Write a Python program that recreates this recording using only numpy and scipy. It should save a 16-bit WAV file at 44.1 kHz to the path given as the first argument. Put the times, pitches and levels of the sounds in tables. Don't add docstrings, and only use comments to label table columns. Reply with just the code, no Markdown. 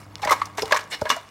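import sys
import numpy as np
from scipy import signal
from scipy.fft import rfft
from scipy.io import wavfile
from scipy.ndimage import uniform_filter1d

SR = 44100
rng = np.random.default_rng(int(sys.argv[2]) if len(sys.argv) > 2 else 0)


def file_out(sig):
    cols = np.atleast_2d(sig).T
    lim = np.clip(cols, -1, 1)
    pcm = np.round(lim * 32767).astype(np.int16)
    wavfile.write(sys.argv[1], SR, pcm)


N = 57330
T = np.arange(N) / SR

# freq_hz, level_db
TEAR_SPECTRUM = [(600, -14), (2000, 6), (6000, 0.5), (9000, 0), (16000, 0.5)]


def slaps():
    # start_s, attack_s, t60_s, body_db, smack_db, spray_db
    landings = [(0.194, 0.00186, 0.06, -41, -48.5, -59.5), (0.218, 0.0012, 0.22, -43, -46.5, -38),
                (0.2284, 0.0025, 0.1814, -33.5, -30, -74.5), (0.273, 0.00026, 0.0874, -25.5, -25.5, -39),
                (0.291, 0.007, 0.0234, -40, -27.5, -28.5), (0.306, 0.0087, 0.081, -19.5, -25.5, -24.5),
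                (0.321, 0.00585, 0.0483, -20, -22.5, -29.5), (0.357, 0.0029, 0.57, -67, -45, -56),
                (0.416, 0.00087, 0.0447, -43, -27.5, -38.5), (0.5722, 0.0019, 0.1671, -41.5, -44, -36),
                (.581, 0.00054, 0.0642, -36, -27, -37), (0.592, 0.00057, 0.0959, -41, -34.5, -43.5),
                (0.62, 0.00096, 0.0407, -40, -56, -27.5), (0.652, 0.003, 0.95, -41.5, -62, -57),
                (0.707, 0.00837, 0.0159, -22.5, -27.5, -35.5), (0.7197, 0.00382, 0.0471, -21, -14.5, -21),
                (0.742, 0.0043, 0.1, -27, -27.5, -32.5), (0.7617, 0.00174, 0.0342, -25, -23.5, -36),
                (0.7704, 0.00097, 0.0342, -47.5, -24, -27.5), (0.79, 0.00163, 0.0969, -40.5, -34, -42.5),
                (.809, 0.00166, 0.06, -70.5, -60.5, -59), (1.053, 0.0027, 0.18, -30, -35, -52.5),
                (1.089, 0.00644, 0.044, -60.5, -35.5, -28.5), (1.1019, 0.00083, 0.031, -25.5, -18.5, -19.5),
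                (1.11, 0.00145, 0.1444, -28, -24, -30.5), (1.162, 0.00144, 0.2, -46, -45.5, -50.5)]
    # freq_hz, level_db
    body_spectrum = [(150, -21), (300, -17), (450, -5.5), (600, 3), (730, -6), (1050, 6.5), (1300, -9),
                     (1700, -5.5), (3000, -75)]
    smack_spectrum = [(700, -31.5), (1250, -1), (1650, 1.5), (2100, 1), (2550, -5.5), (3400, -12),
                      (4400, -8), (8000, -59.5)]
    spray_spectrum = [(1800, -44.5), (2900, -6), (3600, 0), (4800, -4.5), (5700, 1.5), (7500, -5.5),
                      (10500, -16), (13000, -14.5), (16000, -27.5)]
    spray = squish(spray_spectrum, bubbles(per_s=7900, spread_db=2))
    parts = np.array([squish(body_spectrum), squish(smack_spectrum), spray])
    return sum(burst(start_s, attack_s, t60_s) * (from_db(parts_db) @ parts)
               for start_s, attack_s, t60_s, *parts_db in landings)


def pops():
    # start_s, pitch_hz, level_db, swell_s, t60_s
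    pockets = [(.2292, 915.4, -19.5, 0.00071, 0.0295), (.2338, 813.7, -18.5, 0.00102, 0.1314),
               (.2487, 6090, -27.5, 0.00064, 0.0197), (.249, 1875, -20, 0.00093, 0.032),
               (.2497, 5016, -22, 0.00106, 0.0248), (.257, 624.4, -16, 0.00069, .024),
               (.2742, 975.5, -15.5, 0.00053, 0.059), (.276, 602.3, -23, 0.0016, 0.194),
               (.291, 1135, -12, 0.00144, 0.0246), (.2945, 2026, -14, 0.0021, 0.0625),
               (.3074, 1143, -2.5, 0.00094, 0.019), (.311, 341, -27, 0.00154, 0.084),
               (.3191, 1113, 1.5, 0.00142, 0.0227), (.3255, 1082, 2.5, 0.00215, 0.0245),
               (.3336, 964, -10.5, 0.00144, 0.0247), (.4178, 1164, -2, 0.001184, 0.0161),
               (.5815, 1590, -25, 0.00078, 0.0363), (.5817, 676, -20.5, 0.00071, 0.0456),
               (.5818, 420, -27.5, 0.0009, 0.1324), (.586, 912, -20.5, 0.00079, 0.0395),
               (.622, 1370, -25.5, 0.00084, 0.031), (.6222, 422.5, -18.5, 0.00064, 0.0245),
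               (.6298, 463.4, -11, 0.00145, 0.0244), (.6305, 979, -21, .0008, 0.0254),
               (.631, 778.5, -28, 0.00134, 0.0844), (.674, 1076, -29.5, 0.0025, 0.016),
               (.7123, 1104, -27.5, 0.0027, 0.054), (.7219, 597.5, -6, 0.00123, 0.0306),
               (.7252, 1675, 1.5, 0.00195, 0.0193), (.7225, 2040, -11.5, 0.00114, 0.03),
               (.732, 1138, -3.5, 0.00134, 0.0193), (.7392, 925, -9, 0.00061, 0.0216),
               (.7515, 1106, -7, 0.00142, 0.029), (.7705, 1090, -13.5, 0.0019, 0.0204),
               (1.0171, 590.2, -12.5, 0.0023, 0.0419), (1.0176, 895, -14, 0.00107, 0.0208),
               (1.019, 1426, -18, 0.00124, 0.0151), (1.0217, 483, -9.5, 0.00142, 0.01346),
               (1.0555, 612.4, -16.5, 0.0017, 0.0364), (1.068, 1650, -17, 0.00061, 0.0226),
               (1.1013, 1110, -2.5, 0.00132, 0.0155), (1.1021, 559.8, -15.5, 0.0015, 0.0263),
               (1.1125, 1117, -3.5, 0.00101, 0.0132), (1.118, 257.2, -31.5, 0.00205, 0.1),
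               (1.166, 673.7, -21, 0.002, 0.0496)]
    bend_share, bend_step_s = 0.0224, 0.00343
    knots_s = np.arange(100) * bend_step_s

    def pop(t, hz, swell_s, t60_s):
        bend = bend_share * np.interp(t, knots_s, rng.standard_normal(len(knots_s)))
        phase = 2 * np.pi * hz * (t + np.cumsum(bend) / SR)
        return (1 - np.exp(-t / swell_s)) * decay(t, t60_s) * np.sin(phase)
    return sum(from_db(db) * placed(start_s, 2 * t60_s, lambda t: pop(t, hz, swell_s, t60_s))
               for start_s, hz, db, swell_s, t60_s in pockets)


def snaps():
    # start_s, level_db, t60_s, centre_hz, width_hz
    tears = [(0.2487, -28, 0.0233, 6500, 4000), (0.2971, -29, 0.0075, 6440, 2000),
             (0.309, -28.5, 0.108, 10000, 8300), (0.3258, -24, 0.0124, 6000, 2000),
             (.399, -41.5, 0.011, 5470, 2490), (.456, -33, 0.0315, 5830, 2020),
             (0.576, -34, 0.0184, 6070, 1800), (0.621, -27.5, 0.052, 5127, 500),
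             (0.6218, -30, 0.0216, 2790, 710), (0.6233, -30, 0.026, 3500, 450),
             (0.6555, -29.5, 0.0228, 4140, 1400), (0.7249, -40.5, 0.0085, 4960, 5000),
             (0.7686, -29, 0.0275, 6670, 2480), (0.84, -42, 0.0157, 5470, 2410),
             (1.0132, -34, 0.0474, 5020, 1810), (1.0539, -34, 0.025, 3200, 800),
             (1.1019, -20.5, 0.011, 4200, 2000), (1.163, -35.5, 0.027, 6200, 2510)]
    attack_s = 0.000258
    tearing = squish(TEAR_SPECTRUM)
    return sum(from_db(db) * burst(start_s, attack_s, t60_s) * unit_rms(bandpass(tearing, hz, width_hz))
               for start_s, db, t60_s, hz, width_hz in tears)


def pot_wall(contact):
    # freq_hz, contact_gain_db, t60_s, knock_db
    modes = [(299.1, 6, 0.63, -62.5), (443.7, 0, 0.1125, -57.5), (624.9, -5, 0.148, -58.5),
             (770.2, -1.5, 0.089, -53), (967.3, -5.5, 0.103, -36), (1135.2, -2.5, 0.146, -43.5),
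             (1277.8, -1.5, 0.103, -51.5), (1631, -3, 0.172, -39.5), (1683.6, -18, 0.19, -24.5),
             (1852, -19, 0.225, -63), (2055, -6.5, 0.186, -46), (2191, 3, 0.087, -44),
             (2353, -4, 0.275, -34.5), (2652, -23.5, 0.135, -28.5), (2874.5, 6, 0.1383, -18.5),
             (3500, -2.5, 0.038, -16), (5345, 2.5, 0.065, -31.5)]
    knock_s = 1.1012
    return sum(from_db(gain_db) * ring(contact, hz, t60_s)
               + from_db(knock_db) * struck(knock_s, hz, t60_s)
               for hz, gain_db, t60_s, knock_db in modes)


def thuds():
    # start_s, level_db
    impacts = [(.255, -29), (0.623, -36.5), (0.635, -29.5), (0.719, -51), (1.017, -20.5), (1.104, -43)]
    # freq_hz, gain_db, t60_s
    modes = [(81, -3, 0.0665), (120.1, -1, 0.0451), (245.6, -2.5, 0.025)]
    return sum(from_db(db + gain_db) * struck(start_s, hz, t60_s) * (-1) ** k
               for start_s, db in impacts for k, (hz, gain_db, t60_s) in enumerate(modes))


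def slide():
    # time_s, level_db
    friction_levels = [(.885, -89), (.912, -40.5), (.929, -28.5), (.951, -30.5), (.964, -43), (1.01, -58)]
    # freq_hz, level_db
    friction_spectrum = [(150, -26), (300, -7.5), (750, -6.5), (1350, -11.5), (1700, -1), (2230, -1),
                         (2520, -9.5), (2930, -0.5), (3200, -10.5), (3600, -5.5), (4200, -2.5),
                         (4850, -12.5), (5300, -4), (6400, -19.5), (8300, -20), (16000, -32)]
    hiss = unit_rms(bandpass(squish(TEAR_SPECTRUM), hz=7840, width_hz=1440))
    peel = from_db(-40.5) * burst(start_s=0.899, attack_s=0.0162, t60_s=0.112) * hiss
    sliding = (T > friction_levels[0][0]) & (T < friction_levels[-1][0])
    return peel + sliding * envelope(friction_levels) * noise(friction_spectrum)


def ticks():
    # start_s, level_db, pitch_hz
    threads = [(0.1557, -15.5, 4340), (.1827, -32.5, 4700), (.615, -27, 10890), (0.813, -24.5, 4470),
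               (1.182, -36.5, 6100), (1.29, -35.5, 5100)]
    rise_s = 0.0000866

    def tick(t, hz):
        age = t / rise_s
        return age * np.exp(1 - age) * np.sin(2 * np.pi * hz * t)
    return sum(from_db(db) * placed(start_s, 20 * rise_s, lambda t: tick(t, hz))
               for start_s, db, hz in threads)


def juice():
    # time_s, level_db
    crackle_levels = [(0, -44), (.08, -59), (.19, -51), (.35, -41), (.44, -47), (.53, -56.5), (.61, -45.5),
                      (.69, -41.5), (.80, -41.5), (.87, -55), (1.08, -43), (1.19, -50.5), (1.3, -53)]
    # freq_hz, level_db
    crackle_spectrum = [(300, -7.5), (900, 5), (2000, -2.5), (3000, -8), (6000, -11), (10000, -15),
                        (16000, -25.5)]
    fizz = unit_rms(bubbles(per_s=7000, spread_db=3))
    clicks = from_db(-5) * unit_rms(grains(per_s=320, spread_db=4.5))
    return envelope(crackle_levels) * coloured(fizz + clicks, crackle_spectrum)


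def bubbles(per_s, spread_db):
    clicks = grains(per_s, spread_db)
    grid_hz = np.linspace(500, 15800, 56)
    pitch_index = rng.integers(0, len(grid_hz), N)
    pitches_hz = grid_hz + (grid_hz[1] - grid_hz[0]) * (rng.random(len(grid_hz)) - 0.5)
    return sum(ring(clicks * (pitch_index == k), hz, t60_s=0.0135) for k, hz in enumerate(pitches_hz))


def kitchen(x):
    # freq_hz, level_db
    tail_spectrum = [(100, 2.5), (500, 0), (1500, -1.5), (3000, -1), (6000, -5.5), (16000, -27.5)]
    tail = noise(tail_spectrum) * burst(start_s=0.00677, attack_s=0.0091, t60_s=0.414)
    tail /= np.linalg.norm(tail)
    return from_db(-23.5) * signal.fftconvolve(x, tail)[:N]


def background():
    # freq_hz, level_db
    hum_partials = [(100, -3), (150, -15), (200, -15.5), (299, -13)]
    rumble_spectrum = [(20, -36.5), (40, 2), (65, 3.5), (150, 1.5), (400, -6.5), (900, -7), (2000, -19),
                       (6000, -46), (16000, -35.5)]
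    # time_s, level_db
    hum_levels = [(0, -45.5), (.2, -45.5), (.62, -46.5), (.8, -52.5), (1.3, -60)]
    rumble_levels = [(0, -49), (.6, -50.5), (1.0, -54), (1.3, -56.5)]
    hum = sum(from_db(db) * np.sqrt(2) * np.sin(2 * np.pi * (hz * T + rng.random()))
              for hz, db in hum_partials)
    return envelope(hum_levels) * hum + envelope(rumble_levels) * noise(rumble_spectrum)


def squish(spectrum, source=None, window_s=0.02):
    if source is None:
        source = grains(per_s=7000, spread_db=2)
    wet = coloured(source, spectrum)
    power = uniform_filter1d(wet ** 2, size=int(window_s * SR) + 1)
    return wet / np.sqrt(power + 1e-9)


def grains(per_s, spread_db):
    sizes = from_db(spread_db * np.minimum(rng.exponential(1, N), 5))
    signs = rng.choice([-1, 1], N)
    return sizes * signs * (rng.random(N) < per_s / SR)


def noise(spectrum):
    return coloured(rng.standard_normal(N), spectrum)


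def coloured(x, spectrum):
    hz, db = np.transpose(spectrum)
    bins_hz = np.maximum(np.fft.rfftfreq(N, 1 / SR), 1)
    gain = from_db(np.interp(np.log(bins_hz), np.log(hz), db))
    return unit_rms(np.fft.irfft(rfft(x) * gain, N))


def bandpass(x, hz, width_hz):
    radius = np.exp(-np.pi * width_hz / SR)
    numerator = np.array([1, 0, -1]) * (1 - radius ** 2) / 2
    denominator = [1, -2 * radius * np.cos(2 * np.pi * hz / SR), radius ** 2]
    return signal.lfilter(numerator, denominator, x + 1e-18)


def ring(x, hz, t60_s):
    return bandpass(x, hz, width_hz=np.log(1000) / (np.pi * t60_s))


def struck(start_s, hz, t60_s):
    return placed(start_s, 2 * t60_s, lambda t: np.sin(2 * np.pi * hz * t) * decay(t, t60_s))


def burst(start_s, attack_s, t60_s):
    def shape(t):
        return np.minimum(t / attack_s, 1) * decay(np.maximum(t - attack_s, 0), t60_s)
    return placed(start_s, attack_s + 2 * t60_s, shape)


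def placed(start_s, length_s, shape):
    first, last = np.searchsorted(T, [start_s, start_s + length_s])
    track = np.zeros(N)
    track[first:last] = shape(T[first:last] - start_s)
    return track


def decay(t, t60_s):
    return np.exp(-np.log(1000) * t / t60_s)


def envelope(points):
    return from_db(np.interp(T, *np.transpose(points)))


def unit_rms(x):
    return x / np.sqrt(np.mean(x ** 2) + 1e-20)


def from_db(db):
    return 10 ** (np.asarray(db) / 20)


def scene():
    contact = slaps() + pops() + snaps() + ticks() + slide() + juice()
    direct = contact + pot_wall(contact) + thuds()
    return (direct + kitchen(direct) + background())[None]


def record(dry):
    low_cut_hz, high_cut_hz, ceiling = 57.1, 15900, 0.85
    highpass = signal.butter(2, low_cut_hz, "high", fs=SR, output="sos")
    lowpass = signal.ellip(10, 0.1, 90, high_cut_hz, fs=SR, output="sos")
    x = signal.sosfilt(highpass, dry)
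    rounded = x / (1 + (x / ceiling) ** 4) ** 0.25
    return signal.sosfilt(lowpass, rounded)


dry = scene()
out = record(dry)
file_out(out)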